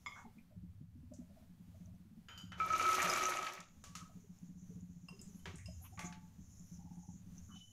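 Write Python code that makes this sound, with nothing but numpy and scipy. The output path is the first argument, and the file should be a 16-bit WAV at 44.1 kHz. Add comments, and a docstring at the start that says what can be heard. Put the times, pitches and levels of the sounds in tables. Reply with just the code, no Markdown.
"""Puffed seeds poured into a pan

A bowl of light puffed seeds is lifted off a kitchen counter and tipped into a metal pan; fingers then flick out
the last ones. Random impacts ring the modes of the pan floor, and short noise grains crackle in the heap.
Struck modes make the bowl and pan clink, and band noise makes the rubbing and the sharp cracks and ticks.
Flickering noise bands hiss as a gas flame, and low rung thumps over rumble are a far engine heard through the walls.
"""
import sys
import numpy as np
from scipy import signal
from scipy.fft import rfft, irfft
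from scipy.io import wavfile
from scipy.ndimage import uniform_filter1d

SR = 44100
rng = np.random.default_rng(int(sys.argv[2]) if len(sys.argv) > 2 else 0)


def master_out(mix):
    """Clip the mix to full scale and print it as 16-bit PCM to the path in sys.argv[1]."""
    frames = np.transpose(np.atleast_2d(mix))
    ceiling = np.clip(frames, -1, 1)
    pcm = np.round(ceiling * 32767).astype(np.int16)
    wavfile.write(sys.argv[1], SR, pcm)


N = 340438  # length in samples

# Chugs of the far engine, singly or in groups, evenly spaced within each row. Each row: first beat in seconds,
# last beat in seconds, number of beats, first level in dB, last level in dB, pitch in Hz.
CHUG_GROUPS = [(.249, .371, 2, -47.5, -47, 226), (.566, .632, 2, -44.5, -43.5, 175),
               (.809, 0.98, 2, -41.5, -47, 147), (.955, 1.19, 4, -49.5, -39.5, 243),
               (1.302, 1.6, 2, -49, -47.5, 196), (1.495, 1.605, 2, -50, -51.5, 180.5),
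               (1.677, 1.805, 2, -48.5, -46, 173), (1.879, 1.997, 3, -51.5, -49.5, 179),
               (2.055, 2.172, 3, -51, -46, 214), (2.369, 2.434, 2, -51.5, -44, 178),
               (2.5, 2.751, 5, -47.5, -51, 179), (3.041, 3.041, 1, -43, -45, 177),
               (3.59, 3.706, 2, -51.5, -54.5, 176), (3.897, 4.022, 3, -48, -46, 168.7),
               (4.156, 4.296, 2, -45, -45, 184), (4.426, 4.622, 4, -44, -44, 180),
               (4.692, 4.893, 4, -41.5, -45, 176.3), (4.961, 5.107, 3, -45.5, -44.5, 166.7),
               (5.19, 5.349, 3, -45.5, -44.5, 194.6), (5.472, 5.537, 2, -43.5, -41.5, 165),
               (5.68, 6.4, 3, -46.5, -44, 177), (5.975, 6.038, 2, -46, -39, 175),
               (6.102, 6.233, 3, -44.5, -46, 177), (6.386, 6.386, 1, -46.5, -48.5, 181),
               (6.52, 6.6, 2, -58.5, -48, 178), (6.716, 6.909, 4, -43.5, -43, 173.5),
               (6.972, 7.083, 2, -43, -42.5, 177.3), (7.143, 7.201, 2, -44.5, -52, 183),
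               (7.265, 7.372, 3, -45.5, -45.5, 176.6), (7.49, 7.542, 2, -45.5, -43.5, 201)]
# Hollow knocks from the engine. Each row: the same columns as the chugs, with the band centre in Hz as pitch.
KNOCK_GROUPS = [(.25, .25, 1, -47.5, -52, 830), (.25, .371, 2, -52, -68, 400),
                (.508, .508, 1, -55.5, -58, 617), (1.112, 1.292, 3, -48, -59, 605),
                (1.362, 1.42, 2, -53, -59, 665), (1.743, 1.932, 4, -60.5, -61, 650),
                (4.092, 4.092, 1, -58.5, -58, 700), (4.164, 4.235, 2, -60.5, -56, 412),
                (4.703, 4.763, 2, -48, -56.5, 435), (5.121, 5.28, 3, -48, -57.5, 390),
                (5.475, 5.531, 2, -48, -51, 374), (5.81, 5.92, 2, -58, -55, 764),
                (5.46, 5.459, 1, -41, -46, 386), (5.68, 5.68, 1, -48, -53.5, 620),
                (5.91, 6.04, 2, -54, -44.5, 336), (6.791, 7.086, 6, -52, -55, 823),
                (7.554, 7.554, 1, -58.5, -61, 760)]
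CHUG_SCATTER_DB, CHUG_SCATTER_HZ = 1, 1
# Engine rumble. Each row: time in seconds, level in dB.
RUMBLE_LEVEL = [(0.03, -66), (0.3, -79), (0.48, -75), (0.6, -55), (1.2, -62), (1.5, -69.5), (1.9, -56.5),
                (2.15, -68), (2.6, -57), (3.5, -84), (4.0, -63.5), (4.4, -68), (4.85, -59), (5.3, -71.5),
                (5.6, -53), (6.3, -63), (7.4, -58.5), (7.68, -69.5)]
# Gas hiss. Each row: time in seconds, level in dB.
FLAME_LEVEL = [(0.02, -74), (0.15, -72), (0.3, -110), (1.6, -92), (1.8, -85), (2.1, -100.5), (3.75, -79.5),
               (4.5, -77.5), (4.7, -73), (5.0, -79), (5.25, -73.5), (5.4, -71), (5.7, -75), (5.85, -67.5),
               (6.35, -81.5), (6.5, -70), (6.72, -66.5), (6.9, -75), (7.07, -69), (7.25, -77),
               (7.58, -67.5), (7.7, -69.5)]
# Spectrum of the room air. Each row: frequency in Hz, relative level in dB per Hz.
AIR_SPECTRUM = [(20, 2.5), (38, -14), (85, -4.5), (200, -3), (255, -6), (300, -21.5), (439, -25.5),
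                (725, -26), (1160, -29.5), (8640, -38.5), (13500, -37), (15500, -39.5)]
AIR_DB = -65

# Modes of the bowl with seeds in it, then of the emptied bowl.
# Each row: frequency in Hz, relative level in dB, t60 in seconds.
FULL_BOWL_MODES = [(1049, -5, 0.08), (1182, 1.5, 0.055), (2170, 2, 0.061), (3160, -14, 0.074),
                   (3424, -1.5, 0.052), (5060, -3.5, 0.049), (7100, -2.5, 0.06)]
EMPTY_BOWL_MODES = [(1077, 9.5, 0.1), (2745, -1, 0.12), (3060, -20, 0.3), (5080, -1, 0.09),
                    (8340, -7, 0.12), (10540, -5, 0.088), (13200, -2, .08)]
# Modes of the pan wall, rim and floor. Each row: frequency in Hz, relative level in dB, t60 in seconds.
PAN_WALL_MODES = [(945, -7.5, 0.17), (1334, -5, 0.044), (1414, 4, 0.035), (1560, -0.5, 0.049),
                  (2980, -8.5, 0.042), (3093, -3.5, 0.2), (4900, -3, 0.04), (6900, -3, 0.033),
                  (10900, -8, 0.032), (12400, 7, 0.022)]
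PAN_RIM_MODES = [(719.4, -5.5, 0.36), (870, -1.5, 0.44), (1144, -4, 0.27), (1260, -5.5, 0.095),
                 (1566, -6, 0.15), (2170, 16.5, 0.012), (3350, -6, 0.094)]
PAN_FLOOR_MODES = [(620, -17, 0.12), (1245, -16.5, 0.075), (1295, 6.5, 0.23), (2276, -6.5, 0.132),
                   (2347, -9, 0.14)]
# Blows on the bowl and the pan. Each row: start in seconds, ring level in dB, pitch the contact favours in Hz,
# its reach in octaves, clatter level in dB, clatter centre in Hz, clatter width in octaves, t60 of the contact
# in seconds.
FULL_BOWL_BLOWS = [(0.0611, -35.5, 2170, 1.18, -77, 3000, 1.5, 0.35),
                   (.068, -37.5, 1900, 1.3, -81, 3000, 2.0, 0.065),
                   (.093, -48, 1800, 1.3, -83, 3000, 2.0, 0.081),
                   (.12, -45, 1920, 0.69, -85, 3000, 2.0, 0.49),
                   (0.382, -45, 2424, 0.093, -72, 2420, 0.14, 0.16),
                   (1.137, -76, 7100, 0.34, -68.5, 6600, 0.66, 0.28)]
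EMPTY_BOWL_BLOWS = [(3.097, -27, 5080, .2, -63, 5000, .5, 0.11),
                    (5.085, -44.5, 3670, 0.99, -66.5, 880, 0.93, 0.22),
                    (5.192, -47.5, 4830, 0.59, -86, 5230, 1.6, 0.26),
                    (5.215, -66, 9200, 0.42, -60.5, 7600, 0.23, 0.2),
                    (5.394, -48, 3060, 0.05, -79, 6700, 0.91, 0.27),
                    (5.556, -71, 8900, .5, -65, 7800, 0.48, 0.45),
                    (5.583, -80, 2780, 0.088, -65, 2080, 0.42, 0.39),
                    (5.658, -44.5, 4330, 0.84, -68, 6500, 0.9, 0.29),
                    (7.38, -65.5, 2980, 0.19, -67, 5940, 0.24, .1)]
PAN_WALL_BLOWS = [(2.285, -48, 2600, 1.12, -60.5, 1800, 1.5, 0.5),
                  (2.376, -45, 3670, 1, -66.5, 3910, 1.8, 0.42),
                  (2.519, -45, 1504, 0.8, -55, 1540, 1.8, 0.24)]
PAN_RIM_BLOWS = [(3.468, -46, 1250, .9, -46, 1880, 0.94, 0.14),
                 (3.839, -51, 1270, 0.22, -58.5, 1760, 4.2, 0.39),
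                 (3.952, -29.5, 1324, 0.081, -52.5, 3270, 2.4, 0.3),
                 (4.003, -56, 1260, 0.06, -57.5, 1222, 0.21, 0.29),
                 (5.456, -53, 1600, 0.5, -51, 1140, 2.94, 0.35),
                 (5.975, -47.5, 1100, 0.4, -57, 1340, 0.9, 0.56),
                 (5.992, -46, 1270, 2.2, -55.5, 3380, 2.7, 0.38),
                 (6.125, -53.5, 1130, 0.6, -59.5, 2270, 1.9, 0.17)]
CONTACT_S = 0.00078  # time constant with which a blow sets in
# Skin and glaze rubbing. Each row: start in seconds, length in seconds, level in dB, start centre in Hz,
# end centre in Hz, width in octaves.
RUBBING_STROKES = [(.151, 0.1, -57.5, 1310, 980, 0.66), (.152, 0.11, -74.5, 6300, 6900, 0.53),
                   (5.345, 0.09, -74.5, 11200, 11200, 0.068), (5.816, 0.069, -61.5, 11200, 12400, 0.17),
                   (5.837, 0.049, -63, 1110, 2650, 0.48), (6.045, 0.046, -57, 6740, 6550, .21),
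                   (7.487, 0.09, -67, 1200, 1310, 0.39), (7.499, 0.28, -66, 3001, 3026, 0.013),
                   (7.538, 0.11, -71, 3151, 3230, 0.53)]

# The stream of seeds. Each row: time in seconds, drive of the pan floor in dB, crackle level in dB.
POUR_LEVELS = [(2.57, -78.5, -69.5), (2.598, -57.5, -53), (2.61, -47, -56), (2.8, -46.5, -46.5),
               (3.03, -44, -41.5), (3.3, -47, -45.5), (3.5, -55, -51.5), (3.62, -93, -63),
               (3.8, -104, -100)]
# Seeds that land hard enough to ring the pan floor, first bare, then being covered.
# Each row: time in seconds, strength in dB.
HARD_LANDINGS = [(2.601, -20.5), (2.7028, -26), (2.7354, -23), (2.7643, -32.5), (2.7967, -20.5),
                 (2.8357, -25.5), (2.8546, -19), (2.89, -26.5), (2.9418, -26), (2.9925, -30),
                 (3.043, -26.5), (3.0976, -24.5), (3.127, -22.5), (3.1623, -24), (3.1987, -29),
                 (3.2218, -26)]
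# Spectrum of the crackling heap. Each row: frequency in Hz, relative level in dB per Hz.
CRACKLE_SPECTRUM = [(240, -64), (400, -9.5), (445, -12), (623, -4.5), (1070, -9.5), (1280, 5),
                    (1490, -11.5), (2290, -6), (2920, -13), (5070, -18), (6190, -18), (8670, -24),
                    (12100, -23), (15500, -39)]
# Sharp cracks and ticks: seeds in the pour, later ticks with the blows on bowl and pan.
# Each row: start in seconds, peak in dB, centre in Hz, width in octaves.
CRACKS_AND_TICKS = [(2.6627, -45.5, 10700, 0.72), (2.726, -41.5, 6500, 0.55), (2.733, -42, 6600, .6),
                    (2.7625, -40, 4800, 0.78), (2.7815, -36.5, 9300, 0.64), (2.8318, -40, 6540, 0.69),
                    (2.8887, -40.5, 6470, 1.5), (2.9316, -31.5, 5900, 0.63), (2.9445, -34.5, 9000, 1.6),
                    (3.0204, -31, 6600, 0.64), (3.098, -30, 6000, 0.68), (3.136, -32, 6300, 0.84),
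                    (3.2367, -35.5, 5900, 0.26), (3.255, -32, 6300, 0.31), (3.297, -34.5, 8000, 1.7),
                    (3.3714, -37, 6800, .6), (3.446, -44, 8000, 1.5), (3.4663, -34.5, 3600, 0.54),
                    (3.5356, -43, 7500, 2.4), (3.6042, -40.5, 5400, 1.1), (5.214, -50, 8500, 1.2),
                    (5.557, -49.5, 8000, 0.62), (5.583, -54, 7000, .8), (5.992, -44, 3000, 2.2)]
IMPACTS_PER_S = 900  # mean rate of the hail on the pan floor
LOAD_START_S, LOAD_END_S = 2.85, 3.25  # the heap starts to cover the pan floor, and has covered it
LOAD_DAMPS, LOAD_SAGS = 0.91, 0.0096  # share of the ring time left, share of the pitch lost
THIN_DULL = 0.37  # dB lost per octave above 4 kHz for each dB that the stream is under its fullest

ROOM_T60_S, ROOM_DB = 0.24, -9.5
MIC_HZ, MIC_DB = 6300, -1.5  # resonance of the microphone port
TOP_HZ = 15600  # where the microphone cuts off


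def undb(db):
    """Decibels to gain."""
    return 10 ** (np.asarray(db) / 20)


def unit(x):
    """Scale to rms 1."""
    return x / np.sqrt(np.mean(x ** 2))


def curves(table):
    """Columns of a table, drawn as straight lines over every sample."""
    s, *columns = np.transpose(table)
    return [np.interp(np.arange(N) / SR, s, column) for column in columns]


def clicks(s, size):
    """Impulses at given times."""
    return np.bincount(np.clip((np.asarray(s) * SR).astype(int), 0, N - 1), size, N)


def ring(x, hz, t60):
    """One mode as a two-pole resonator; a unit impulse starts a decaying sine of about height 1."""
    radius = np.exp(-np.log(1000) / (max(t60, .002) * SR))
    w = 2 * np.pi * hz / SR
    return signal.lfilter([0, np.sin(w)], [1, -2 * radius * np.cos(w), radius * radius], x)


def band(x, hz, octaves):
    """Band-pass around a centre."""
    edges = hz * 2 ** (np.array([-.5, .5]) * max(octaves, .02))
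    edges = np.clip(edges, 15, .45 * SR)
    return signal.sosfilt(signal.butter(2, edges, "bandpass", fs=SR, output="sos"), x)


def colour(x, table):
    """Causal filter from (Hz, dB) points, by the cepstrum of the log gain."""
    hz, db = np.transpose(table)
    grid_hz = np.linspace(1, SR / 2, 2049)
    log_gain = np.interp(np.log(grid_hz), np.log(hz), db) * np.log(10) / 20
    cepstrum = irfft(log_gain)
    # folding the cepstrum forward gives minimum phase
    cepstrum[1:2048] *= 2
    cepstrum[2049:] = 0
    return signal.fftconvolve(x, irfft(np.exp(rfft(cepstrum))))[:len(x)]


def add(out, s, x):
    """Mix a sound in at a time."""
    i = int(s * SR)
    out[i:i + len(x)] += x[:N - i]


def walk(rate):
    """Random levels held 1 / rate s and slewed twice."""
    k = int(SR / rate)
    steps = np.repeat(rng.standard_normal(N // k + 1), k)
    return 1.1 * uniform_filter1d(uniform_filter1d(steps, k), k)[:N]


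def hail(per_s, scatter_db):
    """Random impacts of very uneven size, at rms 1."""
    hits = rng.random(N) < per_s / SR
    return unit(hits * rng.standard_normal(N) * undb(scatter_db * rng.exponential(size=N)))


def beats_of(table, scatter_db, scatter_hz):
    """Unfold each row into evenly spaced (s, dB, Hz) beats, with level and pitch each a little off."""
    beats = np.vstack([np.linspace((first, db, hz), (last, end_db, hz), round(count))
                       for first, last, count, db, end_db, hz in table])
    return beats + rng.standard_normal((len(beats), 3)) * (0, scatter_db, scatter_hz)


def struck(modes, blows, chatter, twin_db, twin_share):
    """Each blow cracks, chatters against the modes near the pitch it favours and throws clatter that dies away."""
    out, t = np.zeros(N), np.arange(SR // 2) / SR
    chance = rng.standard_normal((len(blows), 3, len(t)))
    rise = 1 - np.exp(-t / CONTACT_S)
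    crack = 3.8 * np.exp(-t / .0015)
    push = 0.41 * (t == 0)
    for blow, (rattle, rock, noise) in zip(blows, chance):
        s, ring_db, near_hz, reach, clatter_db, clatter_hz, octaves, t60 = blow
        fade = 1000 ** (-t / max(t60, .01))
        contact = chatter * fade
        rings = 0
        for hz, mode_db, mode_t60 in modes:
            # a round vessel is never true: each mode has a twin slightly off
            pair = ring(push + rattle * contact, hz, mode_t60)
            pair = pair + undb(twin_db) * ring(push + rock * contact, hz * (1 + twin_share), mode_t60)
            # modes far from the favoured pitch are hit less
            away_db = 6 * (np.log2(hz / near_hz) / max(reach, .05)) ** 2
            rings = rings + undb(ring_db + mode_db - away_db) * pair
        clatter = undb(clatter_db) * unit(band(noise, clatter_hz, octaves)) * (crack + fade)
        add(out, s, rise * (rings + clatter))
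    return out


def rumble():
    """Low noise, band-passed twice, whose level wanders about a drawn curve."""
    low = band(band(rng.standard_normal(N), 85.3, octaves=.9), 85.3, octaves=.9)
    return undb(curves(RUMBLE_LEVEL)[0] + 2.1 * walk(12)) * unit(low)


def engine():
    """Each chug is a soft low thump that also rings a wall; knocks are fading band noise and rumble lies beneath."""
    out, t = np.zeros(N), np.arange(SR // 5) / SR
    push, swell = 1. * (t == 0), 1 - np.exp(-t / 0.0086)
    chugs = beats_of(CHUG_GROUPS, CHUG_SCATTER_DB, CHUG_SCATTER_HZ)
    knocks = beats_of(KNOCK_GROUPS, CHUG_SCATTER_DB, CHUG_SCATTER_HZ)
    for (s, db, hz), noise in zip(chugs, rng.standard_normal((len(chugs), len(t)))):
        thump = ring(push, hz, 0.12)
        thump += undb(-11.5) * ring(push, 176.5, 0.39) + undb(-14.0) * ring(push, 262.6, 0.12)
        # loose things shake along for a moment
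        thump += undb(-15.0) * 1000 ** (-t / 0.11) * unit(band(noise, 240, octaves=0.48))
        add(out, s - .003, undb(db + 2.5) * swell * thump)
    for (s, db, hz), noise in zip(knocks, rng.standard_normal((len(knocks), len(t)))):
        knock = 1000 ** (-t / 0.13) * unit(band(noise, hz, octaves=0.19))
        add(out, s - .002, undb(db - 4.0) * swell * knock)
    return out + rumble()


def hiss_patch(hz, octaves, grit):
    """Noise with sparse grit, band-passed twice to a narrow patch."""
    noise = rng.standard_normal(N) + grit * hail(400, scatter_db=3.5)
    return unit(band(band(noise, hz, octaves), hz, octaves))


def flame():
    """Grainy gas hiss in flickering patches near the microphone resonance; a stronger flow lifts the top bands more."""
    flow_db = curves(FLAME_LEVEL)[0]
    hiss = sum(hiss_patch(hz, 0.21, grit=.5) * undb(db + 3.2 * walk(30))
               for hz, db in [(5500, -13), (6150, -4), (6800, -3)])
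    top = sum(hiss_patch(hz, octaves, grit=.2) * undb(4.7 * walk(11))
              for hz, octaves in [(9300, .08), (10400, 0.097), (12000, .2)])
    return hiss * undb(flow_db + 1.5 * walk(26)) + top * undb(-89 + 1.6 * (flow_db + 71.0))


def room_air():
    """Coloured noise whose level wanders slightly."""
    return undb(AIR_DB + 2.3 * walk(9.7)) * unit(colour(rng.standard_normal(N), AIR_SPECTRUM))


def full_bowl():
    """The bowl clinks on short modes, damped by its seeds."""
    return struck(FULL_BOWL_MODES, FULL_BOWL_BLOWS, chatter=0.0091, twin_db=-5.5, twin_share=-0.033)


def rubs():
    """Band noise of skin and glaze that swells and fades while its colour slides."""
    out = np.zeros(N)
    for s, length, db, start_hz, end_hz, octaves in RUBBING_STROKES:
        share = np.linspace(0, 1, int(length * SR))
        noise = rng.standard_normal((2, len(share)))
        # an equal-power fade from the first band to the second
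        slide = np.sqrt(1 - share) * unit(band(noise[0], start_hz, octaves))
        slide += np.sqrt(share) * unit(band(noise[1], end_hz, octaves))
        add(out, s, undb(db) * slide * np.sin(np.pi * share ** 0.66))
    return out


def pan_wall():
    """Blows on the pan wall ring its mostly short modes."""
    return struck(PAN_WALL_MODES, PAN_WALL_BLOWS, chatter=0.019, twin_db=-3.0, twin_share=-.03)


def pan_floor(drive_db, on):
    """A dense random hail and single hard landings ring the floor modes, which a growing heap damps and lowers."""
    hard = clicks(*np.transpose([(s, undb(db)) for s, db in HARD_LANDINGS]))
    strike = undb(-9.5) * band(hard, 2390, octaves=1.56)
    strike += undb(-26.0) * on * undb(drive_db) * hail(IMPACTS_PER_S, scatter_db=1.5)
    # a puffed seed is soft: the push lasts a fraction of a millisecond
    strike = uniform_filter1d(strike, size=9)
    load = np.interp(np.arange(N) / SR, (LOAD_START_S, LOAD_END_S), (0, 1))
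    out = np.zeros(N)
    for hz, db, t60 in PAN_FLOOR_MODES:
        bare = ring(strike * (1 - load), hz, t60)
        covered = ring(strike * load, hz * (1 - LOAD_SAGS), t60 * LOAD_DAMPS) / np.sqrt(LOAD_DAMPS)
        out += undb(db) * (bare + covered)
    return out


def heap_crackle(crackle_db, on, fade):
    """Seeds differ in size, so each share of them clicks in its own band and fizzes for a few milliseconds."""
    grains = 0
    ticks = 0.3 * np.abs(hail(IMPACTS_PER_S / 12, scatter_db=0.5))  # hard hits sound in all bands at once
    for hz in 500 * 2 ** np.arange(0, 5, .7):
        hits = np.abs(hail(IMPACTS_PER_S / 6, scatter_db=2.0)) + ticks
        bursts = unit(signal.fftconvolve(hits, fade)[:N])
        dull_db = THIN_DULL * (crackle_db - crackle_db.max()) * max(np.log2(hz / 4000), 0)
        grain = unit(band((bursts + 0.65) * rng.standard_normal(N), hz, octaves=1.0))
        grains = grains + np.sqrt(hz) * undb(dull_db) * grain
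    heap = colour(grains, CRACKLE_SPECTRUM)
    return on * undb(crackle_db + 3.5) * heap / np.std(heap[on])


def heap_slide(crackle_db, on):
    """The heap sliding as a whole, as wide noise, drums the bowl of the pan in one low mode."""
    slide = hail(IMPACTS_PER_S, scatter_db=0.5) + rng.standard_normal(N)
    wide = undb(crackle_db - 9.0) * unit(band(slide, 551.5, octaves=6.2))
    drum = undb(crackle_db - 11.0) * unit(ring(slide, 368, .14))
    return on * (wide + drum)


def cracks_and_ticks(fade):
    """Each crack or tick is a sharp snap of band noise, then a fizz."""
    out = np.zeros(N)
    chance = rng.standard_normal((len(CRACKS_AND_TICKS), len(fade)))
    for (s, db, hz, octaves), noise in zip(CRACKS_AND_TICKS, chance):
        crack = band(noise * (fade ** 2.6 + .2 * fade ** 0.67), hz, octaves)
        add(out, s, undb(db) * crack / np.abs(crack).max())
    return out


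def pour_and_ticks():
    """The pour rings the pan floor, crackles and slides as a heap; sharp cracks stand out, and ticks come later."""
    drive_db, crackle_db = curves(POUR_LEVELS)
    t = np.arange(N) / SR
    on = (t > POUR_LEVELS[0][0]) & (t < POUR_LEVELS[-1][0])
    fade = np.exp(-np.arange(900) / SR / 0.0036)
    out = pan_floor(drive_db, on) + heap_crackle(crackle_db, on, fade)
    return out + heap_slide(crackle_db, on) + cracks_and_ticks(fade)


def empty_bowl():
    """The emptied bowl clinks on longer, brighter modes."""
    return struck(EMPTY_BOWL_MODES, EMPTY_BOWL_BLOWS, chatter=0.014, twin_db=-6.5, twin_share=.007)


def pan_rim():
    """Blows on the pan rim ring its modes."""
    return struck(PAN_RIM_MODES, PAN_RIM_BLOWS, chatter=0.016, twin_db=-6.5, twin_share=0.0148)


def room(near):
    """Tiled walls answer after a few milliseconds with a smooth noise tail."""
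    t = np.arange(SR // 2) / SR
    tail = rng.standard_normal(len(t)) * 1000 ** (-t / ROOM_T60_S) * (t > .004)
    return undb(ROOM_DB) * signal.fftconvolve(near, tail / np.linalg.norm(tail))[:N]


def scene():
    """Close sounds in a tiled kitchen over engine, flame and air."""
    near = full_bowl() + rubs() + pan_wall() + pour_and_ticks() + empty_bowl() + pan_rim()
    # the microphone port rings with close, bright sounds
    near += undb(MIC_DB) * band(near, MIC_HZ, octaves=0.45)
    return (near + room(near) + engine() + flame() + room_air())[None]


def record(dry):
    """The microphone cuts the top with a steep low-pass."""
    return signal.sosfilt(signal.ellip(10, .2, 70, TOP_HZ, fs=SR, output="sos"), dry)


dry = scene()
out = record(dry)
master_out(out)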